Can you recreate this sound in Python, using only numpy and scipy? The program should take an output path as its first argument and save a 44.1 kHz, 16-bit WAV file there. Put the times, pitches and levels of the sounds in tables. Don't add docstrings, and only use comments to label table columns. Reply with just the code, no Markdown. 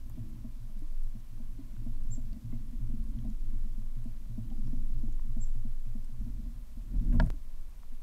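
import sys
import numpy as np
from scipy import signal
from scipy.io import wavfile
from scipy.ndimage import uniform_filter1d

SR = 44100
rng = np.random.default_rng(int(sys.argv[2]) if len(sys.argv) > 2 else 0)


def to_wav(sig):
    pcm = np.clip(np.atleast_2d(sig), -1, 1) * 32767
    pcm = np.round(pcm).astype(np.int16)
    wavfile.write(sys.argv[1], SR, pcm.T)


N = 353726
EDGE_HZ = 15700


def gain_of(db):
    return 10 ** (np.asarray(db) / 20)


def evened(x):
    return x / np.sqrt(np.mean(x ** 2) + 1e-20)


def levelled(x, steady):
    x = evened(x)
    power = uniform_filter1d(x ** 2, SR // 12)
    return evened(x / (power + 0.024) ** (steady / 2))


def drift(seconds):
    size = int(seconds * SR)
    smooth = uniform_filter1d(rng.standard_normal(N), size)
    return evened(uniform_filter1d(smooth, size))


def curves(rows):
    s, *columns = np.transpose(rows)
    return [np.interp(np.arange(N) / SR, s, c) for c in columns]


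def add(mix, s, sound):
    part = mix[max(round(s * SR), 0):][:len(sound)]
    part += sound[:len(part)]


def resonate(x, hz, width):
    b, a = signal.iirpeak(hz, hz / width, SR)
    return signal.lfilter(b, a, signal.lfilter(b, a, x))


def ring(hz, db, t60, rise):
    t = np.arange(SR // 4) / SR
    decay = gain_of(db - 60 * t / t60)
    onset = 1 - np.exp(-(t / rise) ** 2)
    return decay * onset * np.sin(2 * np.pi * hz * t)


def shaken(modes, steady):
    bands = (gain_of(db) * evened(resonate(rng.standard_normal(N), hz, width)) for hz, width, db in modes)
    return levelled(sum(bands), steady)


# time_s, level_db (rms, before the drift)
ROCKING = [(0.0, -38.5), (0.31, -36), (0.38, -45.5), (1.03, -28), (1.25, -41.5), (1.49, -32.5), (1.58, -41),
           (2.08, -26), (2.32, -34), (2.41, -56), (2.52, -30), (2.72, -37.5), (2.9, -25.5), (3.21, -40),
           (3.48, -25), (4.29, -37), (4.38, -33.5), (4.44, -39.5), (4.6, -25), (5.52, -26.5), (6.92, -45),
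           (6.99, -31.5), (7.3, -29), (7.37, -36), (7.62, -30.5), (7.73, -47.5), (7.93, -31), (8.02, -39.5)]
# time_s, sway_db, shudder_db (rms)
SHAKING = [(0.0, -46, -47), (0.47, -44, -51), (0.54, -41, -58), (1.14, -54, -57), (2.35, -41.5, -45),
           (2.39, -46, -51), (2.77, -38.5, -51.5), (2.93, -35.5, -40.5), (3.51, -40, -58), (3.55, -42, -45),
           (3.8, -44, -63), (4.8, -46, -44), (4.98, -33, -48.5), (5.96, -52.5, -57), (6.14, -54, -55),
           (6.19, -34, -44.5), (6.36, -39.5, -43), (6.63, -43.5, -54), (6.92, -39, -47.5),
           (6.97, -25.5, -45), (7.04, -30, -49), (7.21, -22.5, -32.5), (7.24, -32, -33.5),
           (7.44, -51, -56.5), (7.75, -43, -56), (8.02, -58, -60.5)]
# pitch_hz, width_hz, level_db (relative)
SWAY_MODES = [(32.13, 3.06, 5.5), (40.05, 2.1, 0.5)]
# pitch_hz, width_hz, level_db (relative)
SHUDDER_MODES = [(53.9, 13.3, 7.5), (62, 45, -20), (106, 55, -3)]
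# time_s, dull_db, bright_db (rms, the bright part before its drift)
RATTLE_LEVELS = [(0.0, -61.5, -71), (0.29, -52.5, -66.5), (0.56, -61.5, -75), (0.91, -68, -79.5),
                 (1.65, -57.5, -73), (1.79, -59, -69), (2.5, -54, -75), (2.81, -54, -68.5),
                 (3.24, -46, -81), (3.39, -59, -67), (4.02, -62.5, -75), (4.38, -55.5, -72.5),
                 (4.56, -48.5, -61), (4.69, -48.5, -67.5), (5.0, -59, -63.5), (5.9, -67, -85),
                 (6.19, -59.5, -77.5), (6.34, -47.5, -79), (6.57, -59, -81), (6.75, -66.5, -77),
                 (6.88, -58, -66.5), (7.12, -39, -58), (7.28, -63, -75), (7.39, -65, -78), (7.71, -72, -81),
                 (8.02, -69, -88)]
# pitch_hz, level_db (relative), t60_s, hardness_share (ratio)
MOUNT_MODES = [(163.3, -12.5, 0.24, 1), (227.8, -6.5, 0.18, 0), (244.7, -8, 0.12, 0.0054),
               (267, -11.5, 0.23, 0.24), (314.6, -0.5, 0.19, 0.17), (641.6, 2.5, 0.12, 0.75),
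               (740, -6.5, 0.11, 0.84), (1000, -9, 0.072, 1), (1360, -29, .03, 0.14)]
ROCK_HZ, LATE_ROCK_HZ, RETUNE_S = 18.0, 15.5, 6.2
ROCK_WANDER, ROCK_WANDER_DB = 0.06, 1.5
BRIGHT_WANDER_DB = 2.5
JOLTS_PER_S = 300


def rocking():
    centre_hz = np.where(np.arange(N) / SR < RETUNE_S, ROCK_HZ, LATE_ROCK_HZ)
    hz = centre_hz * (1 + ROCK_WANDER * drift(0.12))
    level_db = curves(ROCKING)[0] + ROCK_WANDER_DB * drift(0.13)
    return np.sqrt(2) * gain_of(level_db) * np.sin(2 * np.pi * np.cumsum(hz) / SR)


def rattle():
    dull_db, bright_db = curves(RATTLE_LEVELS)
    sizes = gain_of(0.63 * rng.exponential(1, (2, N)))
    signs = rng.choice([-1., 1.], (2, N))
    jolts = sizes * signs * (rng.random((2, N)) < JOLTS_PER_S / SR)
    dull_body = sum(ring(hz, db, t60, 0.0051) for hz, db, t60, share in MOUNT_MODES[:3])
    bright_body = sum(ring(hz, db - 36 * share, t60, 0.0071) for hz, db, t60, share in MOUNT_MODES[3:])
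    dull = levelled(signal.oaconvolve(jolts[0], dull_body)[:N], 0.34)
    bright = levelled(signal.oaconvolve(jolts[1], bright_body)[:N], 0.34)
    return gain_of(dull_db) * dull + gain_of(bright_db + BRIGHT_WANDER_DB * drift(0.08)) * bright


def pole():
    sway_db, shudder_db = curves(SHAKING)
    sway = gain_of(sway_db) * shaken(SWAY_MODES, 0.28)
    shudder = gain_of(shudder_db) * shaken(SHUDDER_MODES, 1.0)
    return rocking() + sway + shudder + rattle()


# pitch_hz, level_db (relative spectral density)
HISS_COLOUR = [(210, -30), (350, -10.5), (385, -11), (430, -11.5), (572, -11.5), (630, -2.5), (693, -13),
               (922, -13.5), (1010, -9), (1290, -15), (2760, -18), (11000, -21.5), (13300, -19.5),
               (15500, -25)]
HISS_DB = -67.5


def hiss():
    frames, hz = N // 128 + 5, np.fft.rfftfreq(512, 1 / SR)
    real, imaginary, patches = rng.standard_normal((frames, 257, 3)).T
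    patches = evened(uniform_filter1d(uniform_filter1d(patches, 30, 0), 4, 1))
    f, db = np.transpose(HISS_COLOUR)
    colour_db = np.interp(np.log(hz + 1), np.log(f + 1), db)[:, None]
    spectrum = (real + 1j * imaginary) * gain_of(colour_db + 0.84 * patches)
    noise = signal.istft(spectrum, nperseg=512, noverlap=384)[1][:N]
    return gain_of(HISS_DB) * evened(noise)


# time_s, level_db (peak), gap_s, back_level_db (peak)
THUD_PAIRS = [(0.092, -45, 0.1, -36.5), (0.366, -45, .093, -45.5), (0.61, -42.5, 0.18, -49),
              (1.052, -49, .104, -47.5), (1.323, -44, 0.099, -47), (1.537, -46.5, 0.089, -47.5),
              (1.782, -39.5, 0.096, -41), (2.101, -35.5, 0.1, -41), (2.449, -36, 0.097, -39),
              (2.82, -36.5, 0.061, -53), (3.177, -36.5, 0.088, -43.5), (3.455, -45, 0.1, -44),
              (3.698, -48.5, 0.1, -44.5), (3.975, -39, 0.1, -42), (4.303, -37.5, 0.091, -35.5),
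              (4.65, -37, 0.1, -42), (4.95, -38, .102, -40.5), (5.29, -39.5, 0.1, -40),
              (5.565, -39.5, 0.099, -41), (5.874, -40.5, 0.1, -44.5), (6.131, -43.5, 0.1, -43.5),
              (6.341, -46, 0.21, -47), (6.759, -51, 0.12, -56.5), (7.056, -62, .082, -41)]
OUT_HZ, BACK_HZ, SWELL_S = 114.4, 111.2, 0.024


def thuds():
    out, t = np.zeros(N), np.arange(SR // 3) / SR
    swell = t / SWELL_S * np.exp(1 - t / SWELL_S)
    for s, db, gap, back_db in THUD_PAIRS:
        start = s - 0.012
        add(out, start, gain_of(db) * swell * np.sin(2 * np.pi * OUT_HZ * t))
        add(out, start + gap, gain_of(back_db) * swell * np.sin(2 * np.pi * BACK_HZ * t))
    return out


# time_s, level_db (main partial before its decay), pitch_hz
TICK_EVENTS = [(.098, -45, 12000), (.099, -48.5, 1000), (.793, -52, 8500), (1.036, -53, 9050),
               (1.766, -50.5, 1500), (2.037, -54, 9000), (2.331, -49.5, 4650), (2.525, -51, 1100),
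               (2.893, -57, 8500), (3.041, -55, 8520), (3.189, -50, 3180), (3.302, -52.5, 7000),
               (4.043, -55, 8496), (4.503, -53, 3100), (4.673, -53, 5500), (4.677, -49, 960),
               (4.994, -56, 9026), (5.126, -52, 6900), (5.195, -43.5, 1030), (6.046, -51, 8500),
               (6.997, -56, 3522), (7.001, -52, 1000), (7.049, -52, 8500), (7.263, -47, 9050),
               (7.612, -53, 8600), (7.833, -45, 1150)]
# start_s, level_db (before decay), pitch_hz
PING_EVENTS = [(2.526, -67, 2120), (3.241, -58, 752), (4.512, -56.5, 775), (5.08, -63, 780)]
# start_s, level_db (6 dB below its initial step)
CLICK = [(7.303, -36.5)]
TICK_T60_S, TICK_SHORTEN = 0.011, 0.37
OVERTONE, OVERTONE_DB = 1.85, -11
UNDERTONE, UNDERTONE_DB = 0.582, -9
PING_T60_S = 0.13


def ticks():
    out = np.zeros(N)
    for s, db, hz in TICK_EVENTS:
        t60 = TICK_T60_S * (1000 / hz) ** TICK_SHORTEN
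        top = min(hz * OVERTONE, EDGE_HZ)
        tick = ring(hz, db, t60, 1 / hz)
        tick = tick + ring(top, db + OVERTONE_DB, t60, 1 / top)
        tick = tick + ring(hz * UNDERTONE, db + UNDERTONE_DB, t60 / UNDERTONE, 1 / hz)
        add(out, s - 0.0005, tick)
    for s, db, hz in PING_EVENTS:
        add(out, s, ring(hz, db, PING_T60_S, 1 / hz))
    s, db = CLICK[0]
    add(out, s, gain_of(db + 6.0) * np.exp(-np.arange(800) / SR / 0.0013))
    return out


# time_s, level_db (nominal peak), pitch_hz, hardness_db
TAP_EVENTS = [(0.178, -40.5, 236, -21), (0.447, -41, 233.5, -20), (0.696, -49, 215, -20),
              (0.766, -47, 200, -22), (0.822, -47, 294, -23), (0.923, -55.5, 218, -15),
              (1.153, -43, 219, -28), (1.402, -43.5, 230, -22), (1.592, -40.5, 269, -31),
              (1.734, -50, 202.7, -28), (1.816, -54, 298, -24), (1.866, -38.5, 236, -22),
              (1.966, -54, 295, -23), (2.053, -54, 280, -13.5), (2.181, -39.5, 241, -22),
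              (2.327, -45, 205, -23), (2.368, -42.5, 228, -29), (2.531, -36, 238.6, -25.5),
              (2.733, -45, 238, -39), (2.811, -44.5, 228, -36), (2.9, -39, 224.4, -32),
              (2.94, -37, 220, -48), (3.162, -46, 230, -29), (3.252, -37.5, 225.5, -21),
              (3.285, -36.5, 211, -42), (3.532, -44, 222, -36), (3.658, -48, 214, -32),
              (3.781, -42.5, 215, -35), (3.967, -48, 221.8, -32), (4.059, -38.5, 231, -26),
              (4.259, -53, 213, -26), (4.29, -46, 218, -38), (4.381, -34.5, 222.5, -26.5),
              (4.512, -39.5, 219, -29), (4.585, -46, 207, -33), (4.679, -48.5, 263, -38),
              (4.733, -36.5, 241, -26), (4.902, -49.5, 207, -25), (5.037, -36.5, 225, -29),
              (5.082, -49.5, 299, -19), (5.248, -53, 243, -22), (5.275, -48.5, 223, -35),
              (5.368, -37, 224, -24), (5.552, -50.5, 235, -33), (5.651, -38.5, 225, -28),
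              (5.861, -52, 223, -32), (5.954, -39.5, 223, -27), (6.094, -53, 217.7, -19),
              (6.213, -40, 210, -39), (6.269, -42.5, 229, -29), (6.463, -43.5, 234, -25),
              (6.774, -45, 232, -31), (6.94, -43.5, 220, -27), (7.13, -52, 208, -16),
              (7.339, -49.5, 290, -25), (7.925, -53.5, 242, -23)]


def taps():
    out, luck = np.zeros(N), rng.standard_normal((len(TAP_EVENTS), len(MOUNT_MODES)))
    for (s, db, hz, hard_db), chances in zip(TAP_EVENTS, luck):
        blow = ring(hz, 5.6, 0.11, 0.0039)
        for (f, mode_db, t60, share), chance in zip(MOUNT_MODES, chances):
            mode_hz = f * (1 + 0.013 * chance)
            level_db = mode_db - 16.5 + share * (hard_db + 18)
            blow = blow + ring(mode_hz, level_db, t60, 1.24 / f)
        add(out, s - 0.004, gain_of(db) * blow)
    return out


# start_s, pitch_hz (held), level_db (rms at the top)
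CHIP_NOTES = [(2.103, 7424, -47.5), (5.399, 7540, -50.5)]
# time_s (from its start), pitch_share (ratio to held pitch), level_db (relative to top)
CHIP_SHAPE = [(0, 0.96, -25), (.008, .965, -15), (.019, .995, -3.5), (.037, 1.003, 0), (.045, 1.0, -7),
              (.049, 0.86, -15.5), (0.057, .64, -25)]


def chips():
    out, (s, share, db) = np.zeros(N), np.transpose(CHIP_SHAPE)
    t = np.arange(0, s[-1], 1 / SR)
    for start, held_hz, top_db in CHIP_NOTES:
        hz = held_hz * np.interp(t, s, share)
        tone = np.sin(2 * np.pi * np.cumsum(hz) / SR) * signal.windows.tukey(len(t), 0.1)
        add(out, start, np.sqrt(2) * gain_of(top_db + np.interp(t, s, db)) * tone)
    t = np.arange(SR // 3) / SR
    reflections = rng.standard_normal(len(t)) * (rng.random(len(t)) < 0.03)
    yard = reflections * gain_of(-60 * t / 0.28) * (t > 0.01)
    echoes = signal.oaconvolve(out, yard / np.linalg.norm(yard))[:N]
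    return out + gain_of(-12) * echoes


# time_s (of the peak), level_db, brightness_db
SCRAPE_EVENTS = [(7.127, -52, 3), (7.143, -54, -13), (7.206, -53, 4), (7.225, -55, -8), (7.247, -63, -3),
                 (7.264, -65, 10)]
SCRAPE_RISE_S, BRUSH_FLOOR_DB = 0.0044, -77


def strokes(t60, bright):
    t, level = np.arange(N) / SR, gain_of(BRUSH_FLOOR_DB)
    for s, db, bright_db in SCRAPE_EVENTS:
        decay = gain_of(db + bright * bright_db - 60 * np.maximum(t - s, 0) / t60)
        level = level + decay * np.clip(1 + (t - s) / SCRAPE_RISE_S, 0, 1)
    return level


# time_s, level_db (rms)
WING_GUSTS = [(6.9, -63), (6.934, -43), (7.06, -37.5), (7.098, -52), (7.154, -27.5), (7.192, -32.5),
              (7.224, -29.5), (7.31, -43.5)]
LOW_T60_S, HIGH_T60_S = 0.14, 0.085
AIR_DB = -42.5


def wings():
    t = np.arange(N) / SR
    gust_modes = [(78, 46, 10.5), (121, 57, 7.5), (176, 27, 3), (234, 23, 5), (284, 37, -6)]
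    gust = gain_of(curves(WING_GUSTS)[0]) * shaken(gust_modes, 0.37)
    lumps = evened(uniform_filter1d(rng.standard_normal(N), SR // 300))
    grain = evened(gain_of(3 * lumps))
    low_level = strokes(LOW_T60_S, 0)
    low = low_level * shaken([(626, 140, 5), (1030, 120, -6.5)], 0.71)
    high = gain_of(-9.5) * strokes(HIGH_T60_S, 1) * shaken([(1620, 740, -5), (2480, 1000, -17)], 0.71)
    air_level = gain_of(AIR_DB) * np.sqrt(low_level) * (t > SCRAPE_EVENTS[0][0])
    air = air_level * shaken([(9500, 14000, 0)], 0.5)
    sounding = (t > WING_GUSTS[0][0]) & (t < CLICK[0][0])
    return (gust + grain * (low + high + air)) * sounding


# pitch_hz, level_db (relative), t60_s
HOUSING_MODES = [(470, -7, .02), (635, -4, .055), (935, -2, .035), (1150, -14, .025), (1405, -5, .028),
                 (1668, -2, .022), (1980, -9, .015), (2290, -17, .018), (2560, -19, .018),
                 (2970, -16, .014), (3410, -15, .014), (3740, -18, .012), (4430, -11, .012),
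                 (5350, -22, .01), (5830, -26, .01), (7400, -26, .006)]
# start_s, level_db (peak of the modal part)
CLAW_KNOCK = [(7.199, -17.5)]
CRACK_DB, CRACK_T60_S = -15.5, 0.021


def knock():
    out = np.zeros(N)
    body = sum(ring(*mode, 0.000063) * (-1) ** k for k, mode in enumerate(HOUSING_MODES))
    t = np.arange(len(body)) / SR
    noise = evened(resonate(rng.standard_normal(len(body)), 1430, 1460.0))
    crack = noise * gain_of(CRACK_DB - 60 * t / CRACK_T60_S)
    s, db = CLAW_KNOCK[0]
    hit = gain_of(db) * (body / abs(body).max() + crack)
    add(out, s, hit)
    add(out, s + 0.003, gain_of(-11) * hit)
    return out


def scene():
    return (pole() + hiss() + thuds() + ticks() + taps() + chips() + wings() + knock())[None]


def record(dry):
    low_pass = signal.firwin(1023, EDGE_HZ, window=("kaiser", 10), fs=SR)
    return signal.oaconvolve(dry, low_pass[None], "same")


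dry = scene()
out = record(dry)
to_wav(out)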